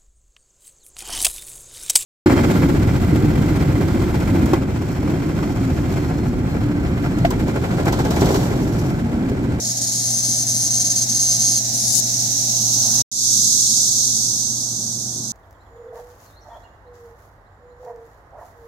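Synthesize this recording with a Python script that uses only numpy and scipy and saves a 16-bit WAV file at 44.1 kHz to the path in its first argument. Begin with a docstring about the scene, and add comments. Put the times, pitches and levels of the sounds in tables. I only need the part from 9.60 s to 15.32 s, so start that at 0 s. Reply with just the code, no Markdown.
"""A cicada chorus drones in the trees round a balcony, over the hum and rush of air conditioners.
Close to the microphone one cicada, probably held in a fist, squawks in stutters, then darts off left.
Each insect clicks by buckling the ribs of its tymbals, and its hollow abdomen rings with every stroke.
The microphone turns from the wall to the trees and the sound cuts out for a moment;
the chorus comes back louder, to the right, and ebbs."""
import sys
import numpy as np
from scipy import signal
from scipy.fft import rfft, irfft
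from scipy.io import wavfile

SR = 44100
rng = np.random.default_rng(int(sys.argv[2]) if len(sys.argv) > 2 else 0)


def master_out(mix):
    """Clip the mix to full scale and print it as 16-bit PCM to the path in sys.argv[1]."""
    frames = np.transpose(np.atleast_2d(mix))
    ceiling = np.clip(frames, -1, 1)
    pcm = np.round(ceiling * 32767).astype(np.int16)
    wavfile.write(sys.argv[1], SR, pcm)


N = 252252
TIME = np.arange(N) / SR
BINS = np.maximum(np.fft.rfftfreq(N, 1 / SR), 1)

# The distant chorus, heard by the wall and facing the trees: frequency_hz, level_db
CHORUS_BY_WALL = [(1650, -50), (2800, -30), (3190, -26.5), (3840, -12.5), (4300, -10), (4660, -11.5),
                  (5330, -4.5), (6150, 0), (6520, -2), (7800, -11.5), (8430, -13), (9390, -17.5),
                  (12500, -18.5), (15500, -31.5)]
CHORUS_FACING_TREES = [(1470, -53), (2500, -52), (2950, -35.5), (3470, -18.5), (3750, -13.5), (4710, -9),
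                       (6250, -1.5), (6640, -2.5), (7560, -8.5), (8610, -10.5), (9580, -18.5), (12500, -20),
                       (15500, -37.5)]
# Its balance by the wall (every pan is left minus right): frequency_hz, pan_db
WALL_BALANCE = [(3000, 1), (4400, -2), (6200, -1), (8100, -2.5), (12000, 1.5), (15000, -2)]
# It swells to one crest and ebbs: time_s, level_db
CHORUS_SWELL = [(0, -24.5), (1, -24), (2.1, -22), (2.5, -20.5), (3.35, -17.5), (3.7, -15), (4.05, -15.5),
                (4.35, -17), (4.55, -18.5), (5, -23.5), (5.35, -26), (5.7, -28)]
# The microphone turns from the wall (0) to the trees (1): time_s, turn_share
MIC_TURN = [(2.8, 0.085), (3.41, 0.39), (3.58, 0.92)]

# Air conditioner tones: pitch_hz, by_wall_db, facing_trees_db, on_axis_boost_db, waver_db
HUM_TONES = [(119.5, -34, -39.5, 1, 1.45), (225.8, -45.5, -44, 10, 2), (354, -67.5, -55.5, 1, 3),
             (756, -59, -63.5, 4, 4)]
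# Fan rumble, then the rush of air from either position: frequency_hz, level_db
FAN_RUMBLE = [(15, -60), (30, -26), (64, -15), (100, -3), (160, -2.5), (220, -0.5), (290, -3.5), (380, -13),
              (480, -20.5), (800, -25.5), (1500, -78)]
RUSH_BY_WALL = [(250, -36), (460, -12), (580, 1.5), (770, 1.5), (900, -4.5), (1100, -12), (1500, -10.5),
                (2000, -14), (2600, -20.5), (3300, -31), (5000, -43)]
RUSH_FACING_TREES = [(250, -18), (480, 2), (700, 3), (1000, -1), (1500, -6), (1900, -17), (2200, -27),
                     (2450, -55), (3500, -68)]

# Squawks of the close cicada: start_s, length_s, level_db
SQUAWKS = [(0.048, 0.08, 0.5), (0.168, 0.023, -1), (0.212, 0.045, 2), (0.266, 0.035, 2), (0.313, 0.3, 0),
           (0.625, 0.13, 0.5), (0.751, 0.09, 1), (0.864, 0.22, 0), (1.101, 0.089, 0.5), (1.195, 0.036, 1.5),
           (1.243, 0.044, 0), (1.297, 0.033, 0.5), (1.357, 0.043, 0.5), (1.409, 0.033, 1.5),
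           (1.487, 0.051, -2), (1.544, 0.04, 0.5), (1.592, 0.18, -0.1), (1.792, 0.2, 0),
           (2.135, 0.26, -1.5)]
# Its rasp, in the hand and in flight: frequency_hz, level_db
RASP_HELD = [(2500, -29), (3400, -15), (3900, -11), (4400, -1), (5200, -2.5), (6200, 1), (6800, 2.5),
             (7400, -1), (8400, -4.5), (10100, -10.5), (11000, -14), (13000, -15), (15500, -32)]
RASP_FREED = [(1760, -58), (3000, -24), (3240, -30), (3690, -11), (3950, -13), (4820, -4.5), (6700, -1.5),
              (7900, -4), (9100, -6.5), (10200, -5), (11500, -15), (13800, -16), (15500, -26)]
# Its voice follows the grip: time_s, rasp_db, hollow_db, ring_db, ring_start_hz
GRIP = [(0.08, -24, -6, -28, 6950), (0.33, -25, 1, -30, 6900), (0.52, -24.5, 4.5, -26.5, 6540),
        (0.75, -25.5, 5.5, -25.5, 6510), (1.02, -25, 9, -24.5, 6540), (1.16, -22.5, -1, -22, 6530),
        (1.42, -23.5, -2, -21, 6567), (1.65, -22.3, 2.5, -20.5, 6545), (1.95, -20.5, -1.5, -21.5, 6640)]
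# Hollows of the loosening fist: first_hz, release_hz, width_hz, relative_db, pan_db
FIST_HOLLOWS = [(6800, 5400, 330, -5, 12), (7800, 8100, 220, -1, 2), (8900, 9750, 330, 8, -9),
                (9850, 10460, 390, 7, 4), (11750, 11500, 600, 6, 17), (12700, 13100, 350, 3, 9)]
# Single strokes as it passes the microphone: start_s, level_db
CHIRPS = [(2.279, -13), (2.303, -16), (2.312, -17), (2.322, -13.5), (2.350, -9), (2.366, -11.5),
          (2.372, -12), (2.378, -12), (2.39, -13.5), (2.397, -8.5)]
# The crackle in those strokes: frequency_hz, level_db
CHIRP_CRACKLE = [(2500, -41), (4500, 0.5), (7000, -5), (10500, -1.5), (13500, -8), (15500, -16)]

ARM_DROPS_S, FREED_S = 1.78, 2.02
FANS_ON_AXIS_S, ON_AXIS_WIDTH_S = 3.33, 0.11  # mid-turn, the microphone points at the fans
SILENT_FROM_S, SILENT_TO_S = 3.418, 3.516


def from_db(db):
    """Decibels to gain."""
    return 10 ** (np.asarray(db) / 20)


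def rms_one(x):
    """Scale every channel to rms 1."""
    return x / np.sqrt(np.mean(x ** 2, axis=-1, keepdims=True) + 1e-20)


def in_time(rows):
    """Each column of a timed table at every sample."""
    time_s, *columns = np.transpose(rows)
    return [np.interp(TIME, time_s, column) for column in columns]


def at_bins(points):
    """A table over frequency at every bin."""
    hz, value = np.transpose(points)
    return np.interp(np.log(BINS), np.log(hz), value)


def colour(x, spectrum):
    """Filter a signal by a spectrum; rms 1."""
    return rms_one(irfft(rfft(x) * from_db(at_bins(spectrum)), N))


def drift(rate_hz):
    """A random wander of spread 1, with rate_hz turning points a second."""
    knots = rng.standard_normal(2000)
    return np.interp(TIME * rate_hz, np.arange(len(knots)), knots) * np.sqrt(3 / 2)


def bump(centre_s, width_s):
    """A bell curve of height 1 in time."""
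    return np.exp(-((TIME - centre_s) / width_s) ** 2)


def placed(level_db, pan_db):
    """Left and right gains; panning keeps the total power."""
    sides = from_db(np.array([pan_db, -pan_db]) / 2)
    return from_db(level_db) * sides / np.sqrt(np.mean(sides ** 2, axis=0))


def stereo_pair(x, lead_s):
    """Sound reaches the left of the microphone first when the lead is positive."""
    return np.array([x, np.interp(TIME - lead_s, TIME, x)])


def turning(at_wall, at_trees):
    """A value that follows the turn of the microphone."""
    turn, = in_time(MIC_TURN)
    return at_wall + (at_trees - at_wall) * turn


def tymbal_cycle(rate_hz, wander=.04, jitter=.08):
    """How far the drumming muscle is through its stroke, 0-1."""
    speed_hz = rate_hz * (1 + wander * drift(6) + jitter * drift(150))
    return (rng.random() + np.cumsum(speed_hz) / SR) % 1


def rib_clicks(cycle, duty, uneven_db, ribs):
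    """Each stroke buckles a row of ribs, one click apiece, and then rests."""
    rib = np.floor(np.minimum(cycle / duty, 1) * ribs)
    buckles = np.flatnonzero(np.diff(rib) > 0)
    clicks = np.zeros(N)
    clicks[buckles] = from_db(uneven_db * rng.standard_normal(len(buckles)))
    return clicks


def scatter(x, decay_s, size=2048):
    """Leaves and walls smear each click into a short burst, different on each side."""
    echoes = rng.standard_normal((2, size)) * np.exp(-np.arange(size) / SR / decay_s)
    return rms_one(signal.oaconvolve(x[None], echoes, axes=1)[:, :N])


def belly_ring(cycle, start_hz, fall_hz=900, spread_hz=90, uneven_db=3.5):
    """The hollow abdomen rings once a stroke, falling in pitch as rib after rib gives way."""
    pitch_hz = start_hz - fall_hz * cycle + spread_hz * drift(300)
    swell = np.sin(np.pi * cycle) ** 2 * from_db(uneven_db * np.tanh(drift(150)))
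    return rms_one(swell * np.sin(2 * np.pi * np.cumsum(pitch_hz) / SR))


def nearest_singers(slow_hz=150, fast_hz=230, shielded_db=-7, count=4):
    """A few males ring shrilly in the nearest tree; a raised arm shields the microphone at first."""
    singers = 0
    for rate_hz in np.geomspace(slow_hz, fast_hz, count):
        ring = belly_ring(tymbal_cycle(rate_hz), start_hz=6667, spread_hz=170.1)
        singers += scatter(ring, decay_s=.00095) * from_db(1.7 * drift(2.84))
    return rms_one(singers) * from_db(np.where(TIME < ARM_DROPS_S, shielded_db, 0))


def chorus(facing_trees, slow_hz=150, fast_hz=420, count=8, flutter_db=0.6, ebb_s=(4.3, 5.7)):
    """Each singer buzzes at its own rate; thousands farther off merge into a hiss as the buzz ebbs."""
    singers = 0
    for rate_hz in np.geomspace(slow_hz, fast_hz, count):
        clicks = rib_clicks(tymbal_cycle(rate_hz), duty=.3, uneven_db=3, ribs=2)
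        singers += scatter(clicks, decay_s=.0023) * from_db(2 * drift(3.06))
    buzz = rms_one(singers) * from_db(np.interp(TIME, ebb_s, [-5.5, -8.5]))
    hiss = rng.standard_normal((2, N))
    crowd = (hiss + buzz) * from_db(flutter_db * drift(110))
    by_wall = irfft(rfft(crowd) * from_db(at_bins(WALL_BALANCE) * [[.5], [-.5]]), N)
    song = np.where(facing_trees, colour(crowd, CHORUS_FACING_TREES), colour(by_wall, CHORUS_BY_WALL))
    song += nearest_singers() * placed(level_db=-6, pan_db=-11)[:, None]
    level_db, = in_time(CHORUS_SWELL)
    # The chorus moves right as the arm drops and the microphone turns.
    pan_db = turning(at_wall=np.where(TIME < ARM_DROPS_S, 0, -1.5), at_trees=-3)
    return song * placed(level_db, pan_db)


def air_conditioners(facing_trees):
    """Mains hum and fan tones waver a little and stand out as the microphone points at them."""
    on_axis = bump(FANS_ON_AXIS_S, ON_AXIS_WIDTH_S)
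    hum = 0
    for pitch_hz, wall_db, trees_db, boost_db, waver_db in HUM_TONES:
        level_db = np.where(facing_trees, trees_db, wall_db) + boost_db * on_axis + waver_db * drift(17)
        phase = 2 * np.pi * pitch_hz * TIME + 0.13 * drift(5.6)
        hum += np.sqrt(2) * from_db(level_db) * np.sin(phase)
    return hum


def fans(facing_trees, side_db=-14, flutter_db=1.08, on_axis_db=1.3):
    """A fluttering rumble sits near the centre; rushing air arrives from one side and off the walls."""
    mid, side, air = rng.standard_normal((3, N))
    rumble = colour(mid + from_db(side_db) * side * [[1], [-1]], FAN_RUMBLE)
    direct = stereo_pair(air, lead_s=turning(at_wall=.00051, at_trees=-.00048))
    diffuse_gain = from_db(np.where(facing_trees, -2, -10))
    airflow = (direct + diffuse_gain * rng.standard_normal((2, N))) / np.hypot(1, diffuse_gain)
    rush = np.where(facing_trees, colour(airflow, RUSH_FACING_TREES), colour(airflow, RUSH_BY_WALL))
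    rumble_db = np.where(facing_trees, -39, -37.5) + flutter_db * drift(28)
    rush_db = np.where(facing_trees, -46, -40)
    boost = from_db(on_axis_db * bump(FANS_ON_AXIS_S, ON_AXIS_WIDTH_S))
    return (rumble * from_db(rumble_db) + rush * from_db(rush_db)) * boost


def tymbal_rasp(cycle, crackle_s=.0016):
    """At close range every buckling rib crackles for a moment."""
    clicks = rib_clicks(cycle, duty=.88, uneven_db=1.5, ribs=8)
    envelope = signal.lfilter([1], [1, -np.exp(-1 / (SR * crackle_s))], clicks)
    return envelope * np.tanh(rng.standard_normal(N))


def beside_wall(x, wall_db):
    """A close sound reaches the microphone directly and, smeared, off the wall."""
    reflection = from_db(wall_db) * np.std(x) * scatter(x, decay_s=.0072)
    return stereo_pair(x, lead_s=.00019) + reflection


def through_fist(x, hollow_db):
    """The hollows of the hand add gliding resonances, each stronger on one side; rms 1."""
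    out = x
    for first_hz, release_hz, width_hz, relative_db, pan_db in FIST_HOLLOWS:
        pitch_hz = np.interp(TIME, [0, FREED_S], [first_hz, release_hz])
        carrier = np.exp(2j * np.pi * np.cumsum(pitch_hz) / SR)
        pole = np.exp(-np.pi * width_hz / SR)
        ringing = np.real(carrier * signal.lfilter([1 - pole], [1, -pole], x / carrier))
        out = out + ringing * from_db(hollow_db) * placed(relative_db, pan_db)[:, None]
    return rms_one(out)


def stutter(pause_db, edge_s=.0092):
    """Squawks start and stop abruptly; between them the insect ticks over faintly while held."""
    gain = from_db(pause_db) * (TIME < FREED_S)
    for start_s, length_s, level_db in SQUAWKS:
        inside_s = np.minimum(TIME - start_s, start_s + length_s - TIME)
        gain = np.maximum(gain, from_db(level_db) * np.clip(inside_s / edge_s + .5, 0, 1))
    return gain


def held_cicada(rate_hz=180):
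    """In a fist close by: a broad rasp over the belly's shrill ring, uneven as the insect struggles."""
    cycle = tymbal_cycle(rate_hz, wander=.075, jitter=.12)
    rasp_db, hollow_db, ring_db, ring_start_hz = in_time(GRIP)
    pan_db = 1.5 - TIME  # slips from left to right, 1 dB a second
    rasp = colour(tymbal_rasp(cycle), RASP_HELD)
    rasp = through_fist(beside_wall(rasp, wall_db=-2.5), hollow_db)
    ring = beside_wall(belly_ring(cycle, ring_start_hz, fall_hz=542, uneven_db=1.1), wall_db=-8)
    rasp *= stutter(pause_db=-14) * placed(rasp_db, pan_db + 2)
    ring *= stutter(pause_db=-20) * placed(ring_db, pan_db - 2)
    return (rasp + ring) * (TIME < FREED_S)


def freed_cicada(rate_hz=170, ring_db=-5, pass_s=2.37, approach_db_per_s=10.5):
    """One last squawk, mostly rasp, swells as the insect flies past the left of the microphone."""
    cycle = tymbal_cycle(rate_hz, wander=.025, jitter=.07)
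    rasp = colour(tymbal_rasp(cycle), RASP_FREED)
    ring = from_db(ring_db) * belly_ring(cycle, start_hz=7300, fall_hz=1493)
    squawk = beside_wall(rasp + ring, wall_db=-0.5) * stutter(pause_db=-16) * (TIME > FREED_S)
    passing = bump(pass_s, width_s=.06)
    level_db = -24 + approach_db_per_s * (TIME - pass_s) + 5 * passing
    return squawk * placed(level_db, pan_db=5 + 16 * passing)


def passing_chirps(length_s=.0062, start_hz=8000, fall_hz=2400, crackle_db=-8.5):
    """Right at the microphone single strokes stand out, each a crackle and a quick downward sweep."""
    crackle = from_db(crackle_db) * colour(rng.standard_normal(N), CHIRP_CRACKLE)
    chirps = 0
    for start_s, level_db in CHIRPS:
        progress = np.clip((TIME - start_s) / length_s, 0, 1)
        sweep = np.sin(2 * np.pi * np.cumsum(start_hz - fall_hz * progress) / SR)
        chirps += from_db(level_db) * np.sin(np.pi * progress) * (sweep + crackle)
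    return beside_wall(chirps, wall_db=-26) * placed(level_db=0, pan_db=15)[:, None]


def scene():
    """On the balcony: the microphone is first beside the wall, then facing the trees."""
    facing_trees = TIME > SILENT_TO_S
    ambience = chorus(facing_trees) + air_conditioners(facing_trees) + fans(facing_trees)
    return ambience + held_cicada() + freed_cicada() + passing_chirps()


def record(dry, close_s=.012, open_s=.002, dip_db=-12, recovery_s=.082, peak=.95, cutoff_hz=15800):
    """The sound cuts out briefly and fades back in; rare peaks are clipped and the top is cut."""
    closing = (SILENT_FROM_S - TIME) / close_s
    opening = (TIME - SILENT_TO_S) / open_s
    gate = np.clip(np.maximum(closing, opening) + .5, 0, 1)
    since_return_s = np.maximum(TIME - SILENT_TO_S, 0)
    fade_db = dip_db * np.exp(-since_return_s / recovery_s) * (TIME > SILENT_TO_S - open_s)
    low_pass = signal.ellip(12, .1, 90, cutoff_hz, fs=SR, output="sos")
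    return signal.sosfilt(low_pass, np.clip(dry * gate * from_db(fade_db), -peak, peak))


dry = scene()
out = record(dry)
master_out(out)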